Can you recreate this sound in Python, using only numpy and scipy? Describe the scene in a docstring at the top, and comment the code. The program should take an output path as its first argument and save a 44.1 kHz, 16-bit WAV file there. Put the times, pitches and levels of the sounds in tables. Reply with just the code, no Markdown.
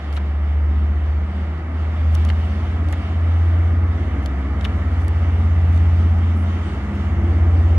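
"""A diesel locomotive revs up and hauls a freight train toward a small camera beside the yard.
Its two deep exhaust notes, orders 4 and 5 of the crankshaft, beat once per shaft turn over fainter orders.
Four bands of shaped random noise add growl, roar, hiss and air.
The camera's casing ticks, clacks and rustles close to its two microphone ports: brief impacts ring
its modes and gated noise makes the rustle. Thin squeaks, tones of jittering phase, pass twice."""
import sys
import numpy as np
from scipy import signal
from scipy.fft import rfft, irfft, next_fast_len
from scipy.io import wavfile
from scipy.ndimage import uniform_filter1d, map_coordinates

SR = 44100
rng = np.random.default_rng(int(sys.argv[2]) if len(sys.argv) > 2 else 0)


def unload_wav(signal):
    """Save mono or channel-first audio to the path in sys.argv[1] as 16-bit WAV at rate SR, clipped to [-1, 1]."""
    wavfile.write(
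        sys.argv[1],
        SR,
        np.round(np.clip(np.atleast_2d(signal).T, -1, 1) * 32767).astype(np.int16),
    )


N = 343098

# Crankshaft speed as the engine revs up and settles: (time [s], shaft speed [Hz])
SHAFT_SPEED = [(0.0, 14.493), (0.7, 14.838), (1.4, 15.11), (2.1, 15.754), (2.8, 16.322), (3.5, 16.785),
               (4.1, 17.121), (4.8, 17.058), (5.6, 16.862), (6.5, 16.814), (7.78, 16.921)]


def amp(db):
    """Level to amplitude: 20 dB is a factor of ten."""
    return 10 ** (np.asarray(db) / 20)


def unit(x):
    """Normalization to an rms of 1."""
    return x / np.sqrt(np.mean(x ** 2) + 1e-20)


def along(points, hz):
    """Linear interpolation of (frequency [Hz], value) points on a logarithmic frequency axis."""
    f, v = np.transpose(points)
    return np.interp(np.log(hz + 1), np.log(f + 1), v)


def curves(rows):
    """Linear interpolation in time: one value per sample for each column after the time."""
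    s, *cols = np.transpose(rows)
    return [np.interp(np.arange(N) / SR, s, c) for c in cols]


def wobble(rate):
    """Slow random modulation: a smooth curve through random knots, rate of them a second."""
    at = np.arange(0, N + 64, 64)
    knots = rng.standard_normal(int(N * rate / SR) + 5)
    return np.interp(np.arange(N), at, map_coordinates(knots, [at * rate / SR]))


def filtered(x, response):
    """Linear filtering: the spectrum of x times a complex response of frequency."""
    m = next_fast_len(N + SR // 2)
    return irfft(rfft(x, m) * response(np.fft.rfftfreq(m, 1 / SR)), m)[..., :N]


def note(hz, db, start):
    """Phase is the integral of frequency: a sine of moving pitch and rms level, start in turns."""
    return amp(db) * np.sqrt(2) * np.cos(2 * np.pi * (start + np.cumsum(hz) / SR))


def rush(spectrum, patchy_db):
    """Partly coherent noise: stereo, rms 1, with patches of random gain in time and frequency."""
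    # Coherence of the two ports: (frequency [Hz], left-right correlation [0 to 1])
    coherence = [(60, 0.98), (200, 0.99), (430, 0.94), (650, 0.92), (860, 0.71), (1300, .54), (1900, 0.63),
                 (2800, 0.59), (5000, 0.2), (8600, .08), (13000, .2)]
    z = signal.stft(rng.standard_normal((2, N)), nperseg=512)[2]
    field = uniform_filter1d(rng.standard_normal(z.shape[1:]), size=5, axis=0)
    field = uniform_filter1d(field, size=12, axis=1)
    pair = signal.istft(z * amp(patchy_db * unit(field)), nperseg=512)[1][:, :N]

    def mid_side_response(hz):
        # mid power less side power gives the correlation, cos(2 * angle)
        angle = np.arccos(np.clip(along(coherence, hz), -1, 1)) / 2
        return amp(along(spectrum, hz)) * [np.cos(angle), np.sin(angle)]

    mid, side = filtered(pair, mid_side_response)
    return unit(np.array([mid + side, mid - side]))


def deep(order, db, start, shaft_hz):
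    """Interference: a reflected path cancels a deep note, which fades and slips in phase."""
    # Cancellations: (middle [s], order, depth [dB], half width [s], phase slip [turns])
    fades = [(1.02, 5, 2.5, 0.079, 0.13), (1.31, 5, 7, 0.051, 0.216), (1.63, 5, 12, 0.2, 0.65),
             (1.66, 4, 18.5, 0.383, 1.034), (1.94, 5, 5.5, 0.051, 0.107), (2.6, 5, 10, 0.22, 0.287),
             (3.04, 5, 9.5, 0.13, 0.18), (3.37, 4, 12.0, 0.233, 0.361), (4.36, 5, 8.5, 0.08, -0.593),
             (6.4, 4, 14.5, 0.188, 0.44), (6.82, 5, 16, 0.2, 0.569), (6.95, 4, 6.5, 0.081, 0.15)]
    t = np.arange(N) / SR
    for s, faded_order, depth_db, half_s, slip in fades:
        if faded_order == order:
            db = db - depth_db / (1 + ((t - s) / half_s) ** 2)
            start = start + slip * 0.5 * (1 + np.tanh((t - s) / half_s))
    return note(order * shaft_hz, db, start)


def upper_order(order, db, shaft_hz):
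    """A harmonic of the shaft under random modulation, lifted where it stands out clearly."""
    # Stretches where one order stands out: (middle [s], order, level before flutter [dB], half length [s])
    swells = [(.3, 13, -43.5, .5), (0.854, 14, -40.5, 0.23), (1.348, 13, -36.5, 0.22),
              (2.897, 18, -41, 0.28), (2.445, 13, -35.5, .5), (3.5, 20, -44, 0.38), (4.0, 8, -39.5, 0.59),
              (4.297, 11, -40.5, 0.37), (4.4, 16, -41.5, 0.58), (4.6, 12, -33.5, 0.28), (5.07, 7, -41, .35),
              (5.403, 13, -35, 0.21), (5.45, 16, -41, 0.24), (5.6, 8, -36, 0.95), (5.8, 11, -35.5, 0.57),
              (6.15, 13, -35, 0.34), (6.346, 12, -34, 0.53), (6.803, 7, -38, 0.3), (7.048, 8, -38, .4),
              (7.15, 12, -30, .45), (7.2, 20, -37.5, .35)]
    t = np.arange(N) / SR
    effort_db = 2.0 * (shaft_hz - shaft_hz.max())  # the engine sounds fuller as it revs up
    gain = amp(db + effort_db + 4.0 * wobble(3))
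    for s, swelling_order, peak_db, half_s in swells:
        if swelling_order == order:
            span = slice(max(round((s - half_s) * SR), 0), round((s + half_s) * SR))
            swell = amp(peak_db) * np.cos(np.pi / 2 * (t[span] - s) / half_s)
            gain[span] = np.maximum(gain[span], swell)
    hz = order * shaft_hz + 0.804 * wobble(5)
    return gain * note(hz, 2.46 * wobble(12), rng.random())


def exhaust():
    """Harmonics of a rotating source: adjacent orders of the crankshaft beat at the shaft rate."""
    # Deep notes wavering as direct and reflected paths trade places, before the cancellations:
    # (time [s], 4th order level [dB], 5th order level [dB])
    boom_levels = [(0.0, -58, -28.8), (0.12, -52.0, -20.2), (0.35, -34.2, -18.5), (0.6, -30.6, -15.5),
                   (1.1, -23.5, -14.5), (2.15, -24.4, -10), (3.5, -22, -12.5), (3.85, -22, -15.5),
                   (4.3, -20, -27.5), (5.0, -21.5, -18), (5.8, -23, -12.5), (6.4, -21.5, -13.5),
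                   (7.15, -20.5, -15.2), (7.5, -20.5, -12), (7.78, -21, -12.8)]
    # Starting phases: (4th order [turns], 5th order [turns])
    boom_phases = (0.075, 0.727)
    # Fainter orders: (multiple of the shaft speed, level at full revs before random fading [dB])
    faint_orders = [(3, -52), (6, -51), (7, -47), (8, -47), (9, -52), (10, -48), (11, -50), (12, -48),
                    (13, -46), (14, -52), (15, -51), (16, -50), (18, -53), (20, -54), (24, -54)]
    shaft_hz, = curves(SHAFT_SPEED)
    sound = np.zeros(N)
    for order, db, start in zip((4, 5), curves(boom_levels), boom_phases):
        sound += deep(order, db, start, shaft_hz)
    for order, db in faint_orders:
        sound += upper_order(order, db, shaft_hz)
    return sound


def roar():
    """Broadband noise in four randomly patchy bands: growl and hiss follow curves, the roar follows
    the revs and a little of the hiss, the air follows the hiss and grows."""
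    # Levels of two bands: (time [s], growl level [dB], hiss level [dB])
    load_levels = [(0, -38, -48), (.4, -38, -52.5), (1.75, -35, -51.5), (2.23, -35, -46),
                   (2.45, -34.5, -47.5), (3.12, -32.5, -48.5), (3.49, -34.5, -49.5), (4.16, -30, -50),
                   (5.5, -35, -48.5), (6.13, -32, -49), (6.74, -31.5, -47), (7.2, -29.5, -49),
                   (7.78, -30.5, -48)]
    # Relative spectra of growl, roar, hiss and air: (frequency [Hz], spectral density [dB per Hz])
    growl_spectrum = [(15, -45.5), (27, -28), (45, -7.5), (80, 1), (105, -4), (130, -11.5), (165, -6),
                      (205, -2.5), (270, -4.5), (330, -5.5), (400, -16.5), (520, -25), (700, -68)]
    roar_spectrum = [(250, -19), (420, -4.5), (486, -7), (711, -3.5), (987, -9), (1270, -5), (1520, -11.5),
                     (2040, -9.5), (2340, -15), (2500, -22), (2600, -19), (3380, -54.5), (5720, -120)]
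    hiss_spectrum = [(1500, -42.5), (2300, -4), (2600, -3.5), (3050, -2.5), (3300, -6.5), (3750, -9),
                     (4000, -13.5), (4500, -14), (5200, -16), (6500, -38.5)]
    air_spectrum = [(3500, -41.5), (4800, -6.5), (5900, 2.5), (6600, -0.5), (7400, -2.5), (8300, -5),
                    (9200, -8), (10200, -11), (11500, -20.5), (13000, -26), (14000, -30.5), (15700, -39.5)]
    growl_db, hiss_db = curves(load_levels)
    shaft_hz, = curves(SHAFT_SPEED)
    t = np.arange(N) / SR
    growl = amp(growl_db + 0.3 * wobble(16)) * rush(growl_spectrum, patchy_db=1.5)

    roar_db = -36 + 0.98 * (shaft_hz - shaft_hz.max())  # falls 0.98 dB per Hz below full revs
    roar_db += 0.14 * (hiss_db - hiss_db.mean())  # follows the hiss a little
    middle = amp(roar_db + 0.22 * wobble(8)) * rush(roar_spectrum, patchy_db=0.41)
    # the roar below about 850 Hz grows at the very end
    surge_s, surge_db_per_s = 7.1, 6.5
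    lower = filtered(middle, lambda hz: 1 / (1 + (hz / 850) ** 6))
    middle += (amp(surge_db_per_s * np.maximum(t - surge_s, 0)) - 1) * lower

    flutter = wobble(10)  # shared by hiss and air
    hiss = amp(hiss_db + 1.1 * flutter) * rush(hiss_spectrum, patchy_db=1.27)
    air_db = hiss_db - 15.5 + 0.5 * t  # gains 0.5 dB per second as the train draws near
    air = amp(air_db + 0.84 * flutter) * rush(air_spectrum, patchy_db=1.7)
    return growl + middle + hiss + air


def train():
    """Interaural-style differences: the right port leads, and the balance varies with pitch."""
    # Balance of the ports: (frequency [Hz], left minus right [dB])
    port_balance = [(800, 0), (1300, -1.5), (2150, -3.5), (3400, -2), (5200, -2), (6500, 0), (8600, 1),
                    (11000, -1)]
    lag_s = 0.0001  # lag of the left port, shrinking in the deep bass

    def half(hz):
        phase = np.pi * hz * lag_s * hz / (hz + 120)
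        return amp(along(port_balance, hz) / 2) * np.exp(-1j * phase)

    return filtered(exhaust() + roar(), lambda hz: np.array([half(hz), 1 / half(hz)]))


def contacts():
    """Impact excitation: every contact in the casing as (time [s], level [dB], brightest [Hz])."""
    # Ticks; a bright one and a catch lead each clack: (time [s], level [dB], brightest frequency [Hz])
    ticks = [(.1273, -35.5, 4500), (.136, -37.5, 3980), (.1608, -32, 1520), (.167, -28.5, 3540),
             (.171, -30.5, 2030), (2.1467, -34, 8400), (2.1514, -28, 5940), (2.250, -32, 6080),
             (2.288, -30, 3290), (2.292, -31.5, 4550), (2.8866, -34, 4960), (2.926, -31, 5860),
             (4.26, -26.5, 4270), (4.6103, -31, 3880), (4.6448, -27.5, 3520), (5.017, -48.5, 7860),
             (5.0468, -47, 10370), (5.0814, -33.5, 8440), (5.7274, -46.5, 6060), (5.747, -46.5, 6900),
             (5.762, -43, 5970), (5.7762, -38, 4900), (6.953, -49.5, 8400)]
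    # Low clacks of a camera control:
    # (time [s], level [dB], brightest frequency [Hz], rattle reference level [dB])
    clacks = [(.174, -24, 1280, -27), (2.301, -19.5, 1940, -35), (2.9301, -24.5, 1300, -27),
              (4.65, -19, 2860, -23.5)]
    # Rattle after a clack: (delay [s], level re rattle reference [dB], frequency ratio to the clack)
    rattle_steps = [(.003, 1, 0.52), (.008, -6, 0.98)]
    rows = list(ticks)
    for s, db, hz, rattle_db in clacks:
        rows.append((s, db, hz))
        for later, under_db, ratio in rattle_steps:
            rows.append((s + later, rattle_db + under_db, hz * ratio))
    return rows


def casing_ticks():
    """Modal ringing: each contact excites the modes near its brightest pitch, differently at each port."""
    # Modes of the casing: (frequency [Hz], relative level [dB])
    casing_modes = [(650, -0.5), (900, -2.5), (1250, -0.5), (1600, 0), (1950, 3), (2350, 5.5), (3000, 6),
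                    (3600, 2.5), (4500, -3), (5200, -10), (6000, -6), (7000, -5.5), (8300, -6), (10300, -2),
                    (11500, -6), (12600, -10)]
    out, t = np.zeros((2, N + SR)), np.arange(SR // 30) / SR
    hz, level = np.transpose(casing_modes)
    for s, db, bright_hz in contacts():
        pan_db = 1.5 * rng.standard_normal()
        draw = rng.standard_normal((3, len(hz), 2))
        reach_db = level - 11 * np.abs(np.log2(hz / bright_hz))  # 11 dB less per octave away
        phase = 6 * draw[0, :, :1] + 0.98 * draw[1]
        # loose parts blur every mode
        jitter = uniform_filter1d(rng.standard_normal((len(hz), 1, len(t))), size=5)
        blur = 0.0036 * np.sqrt(hz)[:, None, None] * np.cumsum(jitter, axis=2)
        modes = np.sin(2 * np.pi * hz[:, None, None] * t + phase[..., None] + blur)
        mode_gain = amp(reach_db[:, None] + 3.9 * draw[2])[..., None]
        ring = unit(np.sum(mode_gain * modes, axis=0))
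        # time to fall 60 dB: 14 ms at 4 kHz, longer for duller contacts
        t60_s = np.clip(0.014 * (4000 / bright_hz) ** 0.3, 0.002, 0.05)
        shape = amp(-60 * t / t60_s) * (1 - np.exp(-t / 0.00017))
        port_gain = amp(db + pan_db * np.array([[0.5], [-0.5]]))
        out[:, round(s * SR):][:, :len(t)] += port_gain * shape * ring
    return out[:, :N]


def whir():
    """Amplitude-gated friction noise: finger rubs and the zoom drive, rising quickly and fading."""
    # Short rubs of a finger and longer whirs of the zoom drive: (start [s], length [s], level [dB])
    rustles = [(0.123, .065, -56), (2.115, 0.049, -60), (2.254, .05, -64), (2.3, 0.46, -68.5),
               (2.889, .06, -61), (4.223, .04, -63), (4.61, 0.056, -62), (4.654, .4, -69),
               (5.0, .07, -68.5), (5.72, .08, -66)]
    # Relative spectrum of the rustle: (frequency [Hz], spectral density [dB per Hz])
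    rustle_spectrum = [(2500, -31), (4000, -2), (7500, -2.5), (10000, -2), (12000, -6), (15000, -24)]
    gain = np.zeros(N)
    for s, length, db in rustles:
        u = np.linspace(0, 1, round(length * SR))
        gain[round(s * SR):][:len(u)] += amp(db) * np.sqrt(np.sin(np.pi * u ** 0.7).clip(0))
    return gain * rush(rustle_spectrum, patchy_db=2.0)


def squeaks():
    """Phase diffusion: a random walk of phase widens each faint treble tone into a narrow band."""
    # Thin squeaks: (start [s], length [s], frequency [Hz], bandwidth [Hz], level [dB])
    squeak_tones = [(6.35, 0.082, 9150, 350, -61.5), (6.361, .045, 12440, 249, -66.5),
                    (6.366, .04, 14030, 404, -78.5), (6.401, .045, 9300, 40, -59.5),
                    (6.625, 0.1, 8380, 30, -63.5)]
    out = np.zeros((2, N))
    for s, length, hz, width_hz, db in squeak_tones:
        t = np.arange(round(length * SR)) / SR
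        jitter = np.cumsum(rng.standard_normal(len(t))) * np.sqrt(2 * np.pi * width_hz / SR)
        swell = amp(db) * np.sqrt(np.sin(np.pi * t / length))
        out[:, round(s * SR):][:, :len(t)] += swell * np.sin(2 * np.pi * hz * t + jitter)
    return out


def scene():
    """Superposition of train, casing ticks, rustle and squeaks."""
    return train() + casing_ticks() + whir() + squeaks()


def record(dry):
    """Band limiting: the camera cuts narrow notches and passes nothing from 15.8 kHz up."""
    # Narrow cuts: (centre [Hz], width [Hz], share of amplitude removed [0 to 1])
    narrow_cuts = [(2500, 70, .8), (4000, 70, .45), (5000, 90, .7), (7500, 90, .7), (10000, 90, .65)]

    def response(f):
        gain = (f < 15800).astype(float)
        for hz, width_hz, share in narrow_cuts:
            gain *= 1 - share / (1 + (2 * (f - hz) / width_hz) ** 2)
        return gain

    return filtered(dry, response)


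dry = scene()
out = record(dry)
unload_wav(out)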